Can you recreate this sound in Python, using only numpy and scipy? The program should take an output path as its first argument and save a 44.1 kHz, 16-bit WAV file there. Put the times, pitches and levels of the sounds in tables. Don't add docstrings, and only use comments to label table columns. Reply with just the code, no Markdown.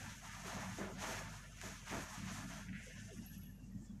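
import sys
import numpy as np
from scipy import signal
from scipy.fft import rfft, irfft
from scipy.io import wavfile
from scipy.ndimage import uniform_filter1d

SR = 44100
rng = np.random.default_rng(int(sys.argv[2]) if len(sys.argv) > 2 else 0)


def inscribe(sig):
    pcm = np.round(np.clip(np.atleast_2d(sig).T, -1, 1) * 32767)
    wavfile.write(sys.argv[1], SR, pcm.astype(np.int16))


N = 176400

# frequency in Hz, level in dB.
CLOTH_SPECTRUM = [(700, -26), (1250, -2.5), (1700, 5), (2700, -2), (3800, -5.5), (4900, -7), (6400, 0),
                  (7800, -8), (9500, -13), (12000, -13.5), (13500, -23), (15000, -43)]


def undb(db):
    return 10 ** (np.asarray(db) / 20)


def unit(x):
    return x / np.sqrt(np.mean(x ** 2))


def walk(rate_hz):
    span = int(SR / rate_hz)
    steps = np.repeat(rng.standard_normal(N // span + 1), span)
    return 1.3 * uniform_filter1d(uniform_filter1d(steps, span), span)[:N]


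def colour(x, points):
    hz, db = np.array(points).T
    f = np.maximum(np.fft.rfftfreq(N, 1 / SR), 1)
    gain = undb(np.interp(np.log(f), np.log(hz), db))
    cepstrum = irfft(np.log(gain), N)
    cepstrum[1:N // 2] *= 2
    cepstrum[N // 2 + 1:] = 0
    return irfft(rfft(x) * np.exp(rfft(cepstrum)), N)


def resonate(x, modes):
    f = np.maximum(np.fft.rfftfreq(N, 1 / SR), 1)
    response = sum(undb(db) / (1 + 1j * (f * f - hz * hz) / (f * width)) for hz, width, db in modes)
    return irfft(rfft(x) * response, N)


def gestures(rows, hop=16):
    t, power = np.arange(0, N, hop) / SR, 0
    for start, rise, hold, fall, db in rows:
        swell = np.sin(np.pi / 2 * np.clip((t - start) / rise, 0, 1))
        decay_db = 20 * np.maximum(t - start - rise - hold, 0) / fall
        power += (swell * undb(db - decay_db)) ** 2
    return np.interp(np.arange(N) / SR, t, np.sqrt(power))


def glides(rows, waver, flutter_db=3.2, waver_hz=220):
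    out = np.zeros(N)
    wander = 1 + waver * walk(waver_hz)
    flutter = unit(undb(flutter_db * walk(waver_hz)))
    for start, rise, hold, fall, db, hz, oct_per_s in rows:
        at = np.arange(int(start * SR), min(int((start + rise + hold + 2 * fall) * SR), N))
        pitch_hz = hz * 2 ** (oct_per_s * (at / SR - start)) * wander[at]
        envelope = flutter * gestures([(start, rise, hold, fall, db)])
        out[at] += np.sqrt(2) * np.sin(2 * np.pi * np.cumsum(pitch_hz) / SR) * envelope[at]
    return out


def room(x, wet_db, t60_s=.5, gap_s=.004):
    t = np.arange(SR) / SR
    tail = rng.standard_normal(SR) * undb(-60 * t / t60_s) * (t > gap_s)
    wet = signal.fftconvolve(x, tail / np.linalg.norm(tail))[:N]
    return (x + undb(wet_db) * wet) / np.hypot(1, undb(wet_db))


def hollow(x, middle_db=-1.2):
    # frequency in Hz, width in Hz, gain in dB.
    wall_modes = [(330, 30, -4), (612, 30, -3), (671, 25, -7), (900, 35, -8), (989, 35, -7), (1243, 55, -7),
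                  (1430, 60, -7), (1770, 70, -7)]
    middle = resonate(x, [(900, 1100, 0)])
    return x - middle + undb(middle_db) * (middle + resonate(middle, wall_modes))


def background(floor_db=-57.5, hum_hz=48.4, hum_db=-60.5, waver_db=1.1):
    # frequency in Hz, level in dB.
    spectrum = [(20, -14), (45, -10), (90, 1), (190, 0), (300, -10), (500, -9), (1000, -14), (1400, -17),
                (1750, -18), (2200, -24), (2780, -25), (4200, -35), (6400, -31), (9000, -38), (12000, -37),
                (15000, -41)]
    hum = np.sqrt(2) * np.sin(2 * np.pi * hum_hz * np.arange(N) / SR) * undb(hum_db + waver_db * walk(5))
    return hum + undb(floor_db) * unit(colour(rng.standard_normal(N), spectrum))


def jingle(scatter_db=2, contact_s=.002):
    # time in seconds, level in dB.
    touches = [(3.17, -69), (3.246, -70), (3.26, -48.5), (3.378, -53.5), (3.432, -54.5), (3.52, -69),
               (3.718, -71)]
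    # frequency in Hz, level in dB, T60 in seconds.
    modes = [(11340, -1, .08), (11560, 0, .08), (11080, -12, .04), (12090, -14, .04)]
    t, out = np.arange(N) / SR, 0
    for start, db in touches:
        age = np.maximum(t - start, 0)
        onset = np.sin(np.pi / 2 * np.minimum(age / contact_s, 1)) ** 2
        for hz, mode_db, t60_s in modes:
            peak_db = db + mode_db + scatter_db * rng.standard_normal()
            decay_db = np.minimum(60 * age / t60_s, 200)
            out += onset * np.sin(2 * np.pi * hz * age) * undb(peak_db - decay_db)
    return out


def joints():
    # start, rise, hold and 20 dB fall in seconds, level in dB, pitch in Hz, glide in octaves/s.
    squeaks = [(2.97, .01, .055, .05, -68, 1520, 0), (3.2, .02, .14, .2, -73, 1750, 0),
               (3.425, .015, .04, .18, -72.5, 1755, 0), (3.42, .02, .04, .2, -76, 2837, 0),
               (3.425, .015, .04, .1, -80, 3300, 0), (3.585, .015, .05, .15, -76, 2767, 0),
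               (3.71, .02, .04, .07, -73, 1890, 0), (3.818, .008, .012, .3, -71, 1755, 0),
               (3.87, .015, .025, .06, -80, 3402, 0)]
    groans = [(2.86, .015, .03, .09, -62, 510, 0), (3.055, .035, .012, .04, -63, 585, 3),
              (3.11, .01, .012, .035, -57, 480, -15), (3.77, .015, .02, .06, -66, 615, 0),
              (3.8, .015, .02, .05, -61, 330, 0)]
    return glides(squeaks, waver=.017) + glides(groans, waver=.04)


def knocks():
    # start, rise, hold and 20 dB fall in seconds, level in dB.
    settlings = [(.845, .02, .025, .07, -53.5), (2.8, .01, .01, .05, -63), (2.888, .006, .008, .04, -61)]
    # frequency in Hz, width in Hz, gain per pass in dB.
    modes = [(380, 30, -4), (445, 30, 0), (520, 35, -3), (620, 40, -5)]
    return unit(resonate(resonate(rng.standard_normal(N), modes), modes)) * gestures(settlings)


def creak(slip_hz=380, jitter=.4, spread_db=3):
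    # start, rise, hold and 20 dB fall in seconds, level in dB.
    bursts = [(2.683, .002, .007, .015, -55), (2.728, .002, .045, .07, -54), (2.8, .008, .01, .14, -58.5),
              (2.88, .02, .03, .2, -66), (3.41, .01, .02, .08, -72)]
    # frequency in Hz, width in Hz, gain in dB.
    modes = [(1650, 180, -3), (1880, 200, 0), (2150, 260, -3), (2550, 300, -11)]
    slip_count = np.cumsum(slip_hz * np.exp(jitter * walk(slip_hz))) / SR
    pulses = np.diff(np.floor(slip_count), prepend=0) * undb(spread_db * rng.standard_normal(N))
    ring = resonate(pulses, modes)
    return unit(resonate(ring, [(1950, 1300, 0)])) * gestures(bursts)


def thuds(sag_oct_per_s=1):
    # start, rise and 20 dB fall in seconds, level in dB, pitch in Hz.
    loads = [(.803, .008, .12, -42, 205), (2.645, .02, .12, -50, 186), (3.152, .01, .16, -50.5, 235),
             (3.19, .008, .06, -46, 205), (3.615, .012, .12, -58, 245), (3.745, .012, .04, -45.5, 182)]
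    tones = [(start, rise, 0, fall, db, hz, -sag_oct_per_s) for start, rise, fall, db, hz in loads]
    return glides(tones, waver=.03)


def bumps():
    # start, rise, hold and 20 dB fall in seconds, level in dB.
    shifts = [(0, .02, .08, .15, -53), (.28, .05, .12, .15, -56.5), (.52, .06, .14, .2, -50),
              (.782, .015, .03, .15, -51), (.92, .02, .06, .1, -52.5), (1.07, .04, .23, .2, -53.5),
              (1.62, .03, .08, .15, -54.5), (1.9, .04, .02, .22, -49), (2.16, .05, .34, .2, -49.7),
              (2.65, .04, .07, .12, -50.5), (2.93, .06, .06, .2, -54), (3.14, .03, .04, .15, -52),
              (3.28, .04, .15, .2, -53.5), (3.61, .03, .06, .15, -54), (3.71, .02, .06, .15, -53),
              (3.88, .03, .06, .15, -52.5)]
    # frequency in Hz, width in Hz, gain in dB.
    modes = [(86, 9, 5), (100, 7, 7), (150, 12, -5), (189, 9, 2), (214, 12, -7), (254, 14, -7.5)]
    boom = resonate(rng.standard_normal(N), modes)
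    for _ in range(3):
        boom = resonate(boom, [(170, 190, 0)])
    return unit(boom) * gestures(shifts)


def puff(centre_hz=62, width_hz=80):
    # start, rise, hold and 20 dB fall in seconds, level in dB.
    push = (1.89, .04, .03, .15, -51)
    band = [(centre_hz, width_hz, 0)]
    return unit(resonate(resonate(rng.standard_normal(N), band), band)) * gestures([push])


def snaps():
    # time in seconds, peak in dB.
    releases = [(.0544, -43), (.7816, -40), (1.6148, -30.5), (1.9464, -35)]
    impulses = np.zeros(N)
    for start, db in releases:
        impulses[int(start * SR)] = undb(db)
    ticks = colour(impulses, CLOTH_SPECTRUM)
    return ticks * impulses.max() / abs(ticks).max()


def fibres(points, slips_per_s=2500, spread_db=3.6, smooth_share=.78, flicker_db=1.9, flicker_hz=45):
    slips = (rng.random(N) < slips_per_s / SR) * rng.choice([-1, 1], N)
    slips = slips * undb(spread_db * np.minimum(rng.exponential(size=N), 5))
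    friction = np.sqrt(1 - smooth_share) * unit(slips) + np.sqrt(smooth_share) * rng.standard_normal(N)
    spectrum = rfft(colour(friction, points))
    octave = np.log2(np.clip(np.fft.rfftfreq(N, 1 / SR), 256, 8192))
    bands = (irfft(spectrum * np.maximum(1 - abs(octave - k), 0), N) for k in range(8, 14))
    return unit(sum(band * undb(flicker_db * walk(flicker_hz)) for band in bands))


def flops():
    # start, rise, hold and 20 dB fall in seconds, level in dB.
    landings = [(0, .02, .08, .15, -61), (.39, .07, .12, .15, -55), (.779, .003, .055, .14, -44.7),
                (1., .05, .08, .3, -53), (1.625, .03, .03, .1, -54), (1.905, .04, .01, .1, -44.5),
                (2.14, .03, .3, .3, -63), (3.14, .05, .03, .12, -62)]
    # frequency in Hz, level in dB.
    spectrum = [(100, -14), (220, -1), (310, 2), (480, -4), (650, -3.5), (1100, -7), (1800, -14),
                (3000, -30), (8000, -50)]
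    return fibres(spectrum) * gestures(landings)


def cloth(catch_db=.8, catch_hz=34):
    # start, rise, hold and 20 dB fall in seconds, hiss in dB, rub in dB.
    strokes = [(-.05, .05, .04, .3, -52, -58), (.21, .05, .18, .33, -55.3, -57.5),
               (.43, .07, .12, .24, -52.5, -50.5), (.65, .05, .15, .33, -56, -66),
               (.91, .06, .03, .2, -60, -72), (.965, .09, .1, .28, -49, -49.5),
               (1.26, .06, .06, .2, -59.5, -63), (1.54, .1, .1, .22, -55, -60.5),
               (1.84, .1, .02, .27, -49.7, -50), (2.04, .05, .1, .33, -57, -61),
               (2.21, .1, .07, .3, -53.5, -56.3), (2.46, .06, .05, .16, -56, -59)]
    # start, rise, hold and 20 dB fall in seconds, level in dB.
    swishes = [(-.1, .1, 2.6, .4, -64), (2.7, .14, .16, .7, -60), (3.03, .08, .08, .4, -63),
               (3.2, .06, .07, .3, -66.5), (3.39, .04, .04, .16, -71)]
    sheet_brushes = [(3.594, .012, .02, .3, -70), (3.73, .06, .07, .25, -68.5)]
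    # frequency in Hz, level in dB.
    filling_spectrum = [(200, -20), (330, -7), (480, -7), (650, -.5), (1000, 0), (1400, -2), (2000, -9),
                        (3000, -18), (6000, -35)]
    swish_and_ring_spectrum = [(300, -6), (600, 0), (1100, -7), (1450, 0), (1760, 7), (2000, -1),
                               (2500, -2), (2780, 3.5), (3100, -2), (4200, -10), (6400, 1), (8200, -8.5),
                               (11500, -13), (14000, -30)]
    sheet_spectrum = [(1500, -20), (4200, -13), (5600, -2), (6400, 0), (7400, -1), (9000, -13),
                      (14000, -26)]
    hiss = fibres(CLOTH_SPECTRUM) * gestures([(*timing, db) for *timing, db, _ in strokes])
    rub = fibres(filling_spectrum) * gestures([(*timing, db) for *timing, _, db in strokes])
    swish = fibres(swish_and_ring_spectrum) * gestures(swishes)
    sheet = fibres(sheet_spectrum) * gestures(sheet_brushes)
    return (hiss + rub + swish + sheet) * undb(catch_db * walk(catch_hz))


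def scene():
    mono = joints()
    mono += room(hollow(cloth() + flops()) + knocks(), wet_db=-7)
    mono += room(snaps() + creak(), wet_db=-3)
    mono += room(jingle(), wet_db=0)
    mono += thuds() + bumps() + puff() + background()
    return np.array([mono, mono])


def suppress(x, open_db=5, open_slope=3.6, size=1024):
    # frequency in Hz, gain in dB.
    depths = [(220, 0), (350, -12), (1100, -16), (1800, -12), (2800, -10), (4500, -5)]
    framing = dict(fs=SR, nperseg=size, noverlap=size * 3 // 4)
    f, _, frames = signal.stft(x, **framing)
    power = uniform_filter1d(uniform_filter1d(abs(frames) ** 2, size=2, axis=1), size=5, axis=2) + 1e-24
    smoothed = uniform_filter1d(uniform_filter1d(power, size=7, axis=1), size=15, axis=2)
    noise = np.quantile(smoothed, .06, axis=2, keepdims=True)
    shut = 1 / (1 + (power / noise / undb(open_db) ** 2) ** open_slope)
    depth_db = np.interp(f, *np.array(depths).T)[:, None]
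    return signal.istft(frames * undb(depth_db * shut), **framing)[1][:, :N]


def record(dry):
    lowpass = signal.ellip(10, .2, 70, 15400, fs=SR, output="sos")
    return signal.sosfilt(lowpass, suppress(dry))


dry = scene()
out = record(dry)
inscribe(out)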